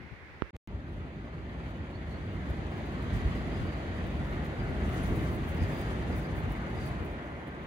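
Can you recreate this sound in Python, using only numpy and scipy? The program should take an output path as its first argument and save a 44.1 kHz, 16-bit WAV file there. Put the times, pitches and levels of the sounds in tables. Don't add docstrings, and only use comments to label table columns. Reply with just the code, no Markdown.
import sys
import numpy as np
from scipy import signal
from scipy.fft import rfft, irfft, next_fast_len
from scipy.io import wavfile
from scipy.ndimage import uniform_filter1d

SR = 44100
rng = np.random.default_rng(int(sys.argv[2]) if len(sys.argv) > 2 else 0)


def persist_wave(psi):
    counts = np.round(np.clip(psi, -1, 1) * 32767).astype(np.int16)
    wavfile.write(sys.argv[1], SR, np.atleast_2d(counts).T)


N = 338015
FFT_SIZE = next_fast_len(N, True)
TIME, HZ = np.arange(N) / SR, np.fft.rfftfreq(FFT_SIZE, 1 / SR)

# time_s, relative_db
GALE = [(0.68, -58), (1.05, -55.5), (1.4, -55), (1.68, -52.0), (1.95, -53.5), (3.15, -48), (4.65, -47.5),
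        (4.98, -45.5), (5.4, -46.5), (5.72, -45.0), (6.3, -47.5), (6.85, -47.5), (7.66, -50.5)]


def gain_of(db):
    return 10 ** (np.asarray(db) / 20)


def unit_rms(x):
    return x / np.sqrt(np.mean(x ** 2) + 1e-20)


def over_hz(points, hz=HZ):
    frequency_hz, value = np.transpose(points)
    return np.interp(np.log(hz + 1), np.log(frequency_hz + 1), value)


def over_time(points):
    return np.interp(TIME, *np.transpose(points))


def burst(middle_s, length_s):
    return np.cos(np.pi * np.clip((TIME - middle_s) / length_s, -.5, .5))


def ports(balance_db):
    return gain_of(np.array([[.5], [-.5]]) * balance_db)


def pair(a, b, coherence):
    coherence = np.clip(coherence, -1, 1)
    shared, apart = np.sqrt((1 + coherence) / 2) * a, np.sqrt((1 - coherence) / 2) * b
    return np.array([shared + apart, shared - apart])


def filtered(x, gain):
    return irfft(rfft(x, FFT_SIZE) * gain, FFT_SIZE)[..., :N]


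def lowpass(x, cutoff_hz):
    return filtered(x, 1 / (1 + (HZ / cutoff_hz) ** 4))


def coloured(x, colour):
    return unit_rms(filtered(x, gain_of(over_hz(colour))))


def flutter(rate_hz, depth_db):
    drift = unit_rms(lowpass(rng.standard_normal(N), rate_hz))
    return unit_rms(gain_of(depth_db * drift))


def steadied(x, window_s):
    power = uniform_filter1d((x ** 2).mean(0), int(window_s * SR))
    return x / np.sqrt(uniform_filter1d(power, int(window_s * SR / 2)) + 1e-9)


def distant_noise(colour, coherence, balance, lag_rad=0):
    noises = rfft(rng.standard_normal((2, N)), FFT_SIZE)
    spectrum = pair(*noises, over_hz(coherence)) * ports(over_hz(balance))
    spectrum[0] *= np.exp(-1j * lag_rad)
    return unit_rms(irfft(spectrum * gain_of(over_hz(colour)), FFT_SIZE)[:, :N])


def far_rush(level_db=-50):
    colour = [(20, -16), (70, 11), (200, 0), (350, 2.5), (650, -4.5), (850, -4), (1200, -5), (2050, 1),
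              (3000, -13.5), (4000, -19.5), (5200, -26.5), (8000, -37.5), (15000, -44)]
    coherence = [(60, 0), (300, .9), (640, 0.68), (1400, 0), (5000, 0)]
    balance = [(100, 5), (700, -2), (2300, -4.5), (4400, 8), (8000, 7.5), (15000, 3)]
    return gain_of(level_db) * distant_noise(colour, coherence, balance)


def puffs():
    colour = [(20, -24), (70, -6), (110, -3), (190, -9), (350, -20), (1000, -46), (5000, -76)]
    arrivals = [(.016, .035, -48, 12), (.057, .055, -49, 12), (.127, .035, -45, 14)]
    eddies = steadied(coloured(rng.standard_normal((1, N)), colour), window_s=0.051)
    return eddies * sum(gain_of(level_db) * ports(balance_db) * burst(middle_s, length_s)
                        for middle_s, length_s, level_db, balance_db in arrivals)


def pop(start_s=.4213, level_db=-30, balance_db=-38.5, smear_hz=1100):
    colour = [(15, -42), (40, -12.5), (62, 7), (100, 1), (170, 0.5), (380, 1), (700, -13.5), (1300, -7),
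              (2000, -20), (3200, -26), (5000, -45), (9000, -74)]
    hz = np.fft.fftfreq(2 ** 13, 1 / SR)
    log_gain = np.log(gain_of(over_hz(colour, abs(hz))))
    minimum_phase = np.exp(np.conj(signal.hilbert(log_gain)))
    smear = np.exp(-2j * np.arctan(hz / smear_hz))
    slap = np.fft.ifft(minimum_phase * smear).real
    placed = np.interp(TIME, start_s + TIME[:len(slap)], slap / abs(slap).max(), left=0, right=0)
    return gain_of(level_db) * ports(balance_db) * placed


def gusts():
    near_wind = [(0.68, -11.0), (1.4, -10), (1.68, -9.5), (2.15, -8.5), (2.5, -6.0), (2.9, -5.5), (3.2, -3),
                 (3.55, -3), (3.85, -6.5), (4.35, -3), (4.65, -4), (5.17, 1), (5.48, -5), (5.7, -2),
                 (6.35, -4), (6.95, -5), (7.25, -9.5), (7.66, -8.5)]
    surges = [(.95, 0.22, 0, 4), (1.677, 0.11, 3, 4), (1.81, .07, 5, -8), (2.108, .12, 1, 6),
              (2.496, 0.08, 5, 4), (2.556, 0.08, -5.5, 2), (3.164, .1, 3.5, 5.5), (3.272, 0.065, 6.5, 1),
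              (3.4, 0.069, 1, 0), (3.657, 0.097, 5.5, -3), (4.46, 0.059, -7, 2.5), (4.54, 0.13, -5.5, -3),
              (4.846, 0.062, 1, 2.5), (4.995, .18, -2.5, 6.5), (5.12, 0.13, 1.5, 0),
              (5.268, 0.39, -0.5, 0.5), (5.63, 0.07, 9.5, 3.5), (5.792, 0.4, -3, 3.5), (6.16, 0.17, 4, 4),
              (6.266, 0.065, -12, 1), (6.547, 0.071, -4, 1), (6.863, 0.23, -1, 6), (7.476, 0.71, -6, 0.5)]
    gale_db = over_time(GALE)
    push_db = sum(db * burst(middle_s, length_s) for middle_s, length_s, db, _ in surges)
    fizz_db = sum(db * burst(middle_s, length_s) for middle_s, length_s, _, db in surges)
    return over_time(near_wind), gale_db - gale_db.max(), push_db, fizz_db


def buffet(wind_db, push_db, base_db=-32):
    colour = [(15, -52), (30, -32), (40, -11), (50, 0.5), (58, 2.5), (75, 0.5), (100, -3), (150, -14.5),
              (250, -35.5), (600, -55), (3000, -100)]
    noise = pair(*rng.standard_normal((2, N)), coherence=0.94)
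    push = steadied(coloured(noise, colour), window_s=0.075)
    return gain_of(base_db + wind_db + push_db) * push * flutter(rate_hz=8, depth_db=1.8)


def tumble(wind_db, gale_db, push_db, base_db=-33.5):
    colour = [(25, -43), (70, -11), (115, -5), (140, 1), (190, -1.5), (250, -3.5), (280, -7), (320, -5),
              (400, -11), (500, -21.5), (600, -16.5), (800, -25.5), (1300, -36), (6000, -70)]
    noise = pair(*rng.standard_normal((2, N)), coherence=0.95)
    rumble = steadied(coloured(noise, colour), window_s=.12)
    strength = gain_of(base_db + 0.91 * wind_db + .15 * gale_db + 0.14 * push_db)
    return strength * rumble * flutter(rate_hz=13.4, depth_db=0.67)


def drifting_patches(roar, depth_db=1.5):
    frames = dict(nperseg=1024, noverlap=768)
    spectrogram = signal.stft(roar, **frames)[2]
    patches = uniform_filter1d(rng.standard_normal(spectrogram.shape[1:]), size=4, axis=0)
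    patches = uniform_filter1d(patches, size=14, axis=1)
    spectrogram = spectrogram * gain_of(depth_db * unit_rms(patches))
    return unit_rms(signal.istft(spectrogram, **frames)[1][:, :N])


def willows(boost_db=5, twigs_above_hz=3200):
    colour = [(40, -43), (400, 6.5), (750, 3), (1000, 0), (1500, 0), (2050, -1), (2500, -7), (3100, -10),
              (4000, -16), (4850, -20.5), (5400, -33.5), (6300, -26), (8000, -35.5), (15000, -51)]
    coherence = [(300, 0.62), (700, 0.9), (1100, 0.55), (1500, 0.57), (1850, 0.36), (2200, 0.16), (2700, 0)]
    balance = [(700, -0.5), (1300, 2.5), (2400, -1.5), (4000, -1.5), (8000, 1.5)]
    left_lag = [(100, 3), (400, 0.88), (750, 0.87), (1000, 1.44), (1450, 2.5), (1700, 2.5), (2000, 0)]
    twig_treble = [(.7, .5), (1.6, 0), (3.2, 3), (4.5, -0.5), (6.8, -2), (7.3, -6.5), (7.66, -6)]
    roar = drifting_patches(distant_noise(colour, coherence, balance, over_hz(left_lag)))
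    body = lowpass(roar, twigs_above_hz)
    twigs = gain_of(over_time(twig_treble)) * (roar - body)
    return gain_of(over_time(GALE) + boost_db) * (body + twigs) * flutter(rate_hz=35, depth_db=.5)


def housing_fizz(airflow, rumble, base_db=-61.5, chop_db=0.8):
    colour = [(500, -19), (3000, 10.5), (5400, 3.5), (6400, 6.5), (8300, 0), (10500, 1.5), (12500, -5),
              (15200, -9)]
    pressure = steadied(rumble, window_s=.3).mean(0)
    fizz = coloured(rng.standard_normal((2, N)), colour) * ports(balance_db=7.0)
    return gain_of(base_db + chop_db * pressure) * airflow * fizz * flutter(rate_hz=22, depth_db=1.5)


def stray_spits(per_s=18, spread_db=5, fall_s=0.013):
    starts = rng.random(N) < per_s / SR
    sizes = gain_of(spread_db * np.clip(rng.standard_normal(N), -2, 2))
    return unit_rms(signal.lfilter([1], [1, -np.exp(-1 / (fall_s * SR))], starts * sizes))


def spurts(airflow, sizzle_db=-8.0, sizzle_s=0.18, ticks_per_s=8000, stray_db=-72.5):
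    colour = [(2000, -30), (7000, -10), (10500, 0), (12500, -3), (14000, -7), (15300, 3.5)]
    breakaways = [(.99, .02, -83), (1.705, .04, -76), (2.335, .02, -75), (2.925, .025, -72),
                  (3.17, .04, -74), (3.28, .04, -73), (3.667, .025, -71), (4.075, .03, -73),
                  (4.17, .02, -72), (4.27, .03, -73), (4.46, .04, -70), (4.945, .04, -62),
                  (5.065, .07, -62), (5.165, .04, -61), (5.233, .04, -65), (5.337, .09, -62),
                  (5.495, 0.068, -62), (5.635, .03, -68), (5.733, .04, -66), (5.805, .05, -61),
                  (6.187, .035, -65), (6.385, 0.073, -66), (6.517, .05, -64), (6.75, .02, -74.5),
                  (6.865, .035, -67), (7.055, .02, -66)]
    strength = sum(gain_of(db) * (burst(middle_s, length_s) + gain_of(sizzle_db) * burst(middle_s, sizzle_s))
                   for middle_s, length_s, db in breakaways)
    ticks = rng.laplace(size=(2, N)) * (rng.random((2, N)) < ticks_per_s / SR)
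    spit = coloured(ticks, colour) * ports(balance_db=11.5)
    strays = gain_of(stray_db) * airflow * stray_spits()
    return (strength + strays) * spit * flutter(rate_hz=180, depth_db=2.3)


def clicks(fall_s=0.0016):
    steps = [(.5655, -41), (0.6748, -40)]
    return sum(gain_of(peak_db) * (TIME >= start_s) * np.exp(-abs(TIME - start_s) / fall_s)
               for start_s, peak_db in steps)


def edge_whistles(bandwidth_share=.03):
    # middle_s, length_s, pitch_hz, glide_hz_per_s, level_db, balance_db
    whistles = [(1.957, 0.074, 4350, 5000, -66, -8), (2.138, .1, 4330, 1000, -65, -11),
                (3.364, 0.19, 4850, -0.5, -66, 4), (3.558, 0.12, 4860, 0, -65, 4),
                (3.71, .13, 4680, -1000, -66, 7), (4.61, .05, 4750, 0, -63, 4),
                (5.035, .02, 10000, 0, -57, 10), (5.62, 0.11, 4900, -1000, -65, 10),
                (5.81, 0.25, 4830, -500, -66.5, 12), (6.138, 0.055, 4780, 0, -65, 7),
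                (6.25, 0.042, 4770, 0, -65, 9), (6.83, 0.18, 4660, -3000, -62, 6),
                (6.888, .018, 9850, 0, -61, 10)]
    out = np.zeros((2, N))
    for middle_s, length_s, pitch_hz, glide_hz_per_s, level_db, balance_db in whistles:
        sounding = abs(TIME - middle_s) < length_s / 2
        t = TIME[sounding] - middle_s
        smoothing = signal.butter(2, pitch_hz * bandwidth_share / 2, fs=SR)
        wander = signal.lfilter(*smoothing, rng.standard_normal((2, 2, SR // 2)))[..., -len(t):]
        phase = 2 * np.pi * (pitch_hz + glide_hz_per_s * t / 2) * t
        tone = unit_rms(wander[0] * np.cos(phase) + wander[1] * np.sin(phase))
        out[:, sounding] += gain_of(level_db) * ports(balance_db) * tone * signal.windows.cosine(len(t))
    return out * flutter(rate_hz=36, depth_db=1.5)


def scene(shelter_ends_s=.5075):
    wind_gate = [(.526, -90), (.531, -14), (.552, 0), (.5655, 0), (.5656, -90), (.6744, -90), (.6745, 0)]
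    wind_db, gale_db, push_db, fizz_db = gusts()
    rumble = buffet(wind_db, push_db) + tumble(wind_db, gale_db, push_db)
    airflow = gain_of(0.78 * wind_db + 0.98 * gale_db + fizz_db)
    whistling = edge_whistles()
    open_wind = rumble + willows() + housing_fizz(airflow, rumble) + spurts(airflow) + whistling
    shelter = far_rush() + puffs() + pop()
    return shelter * (TIME < shelter_ends_s) + open_wind * gain_of(over_time(wind_gate)) + clicks()


def record(dry, cutoff_hz=15800):
    taps = signal.firwin(511, cutoff_hz, window=("kaiser", 9), fs=SR)
    return signal.oaconvolve(dry, taps[None], "same")


dry = scene()
out = record(dry)
persist_wave(out)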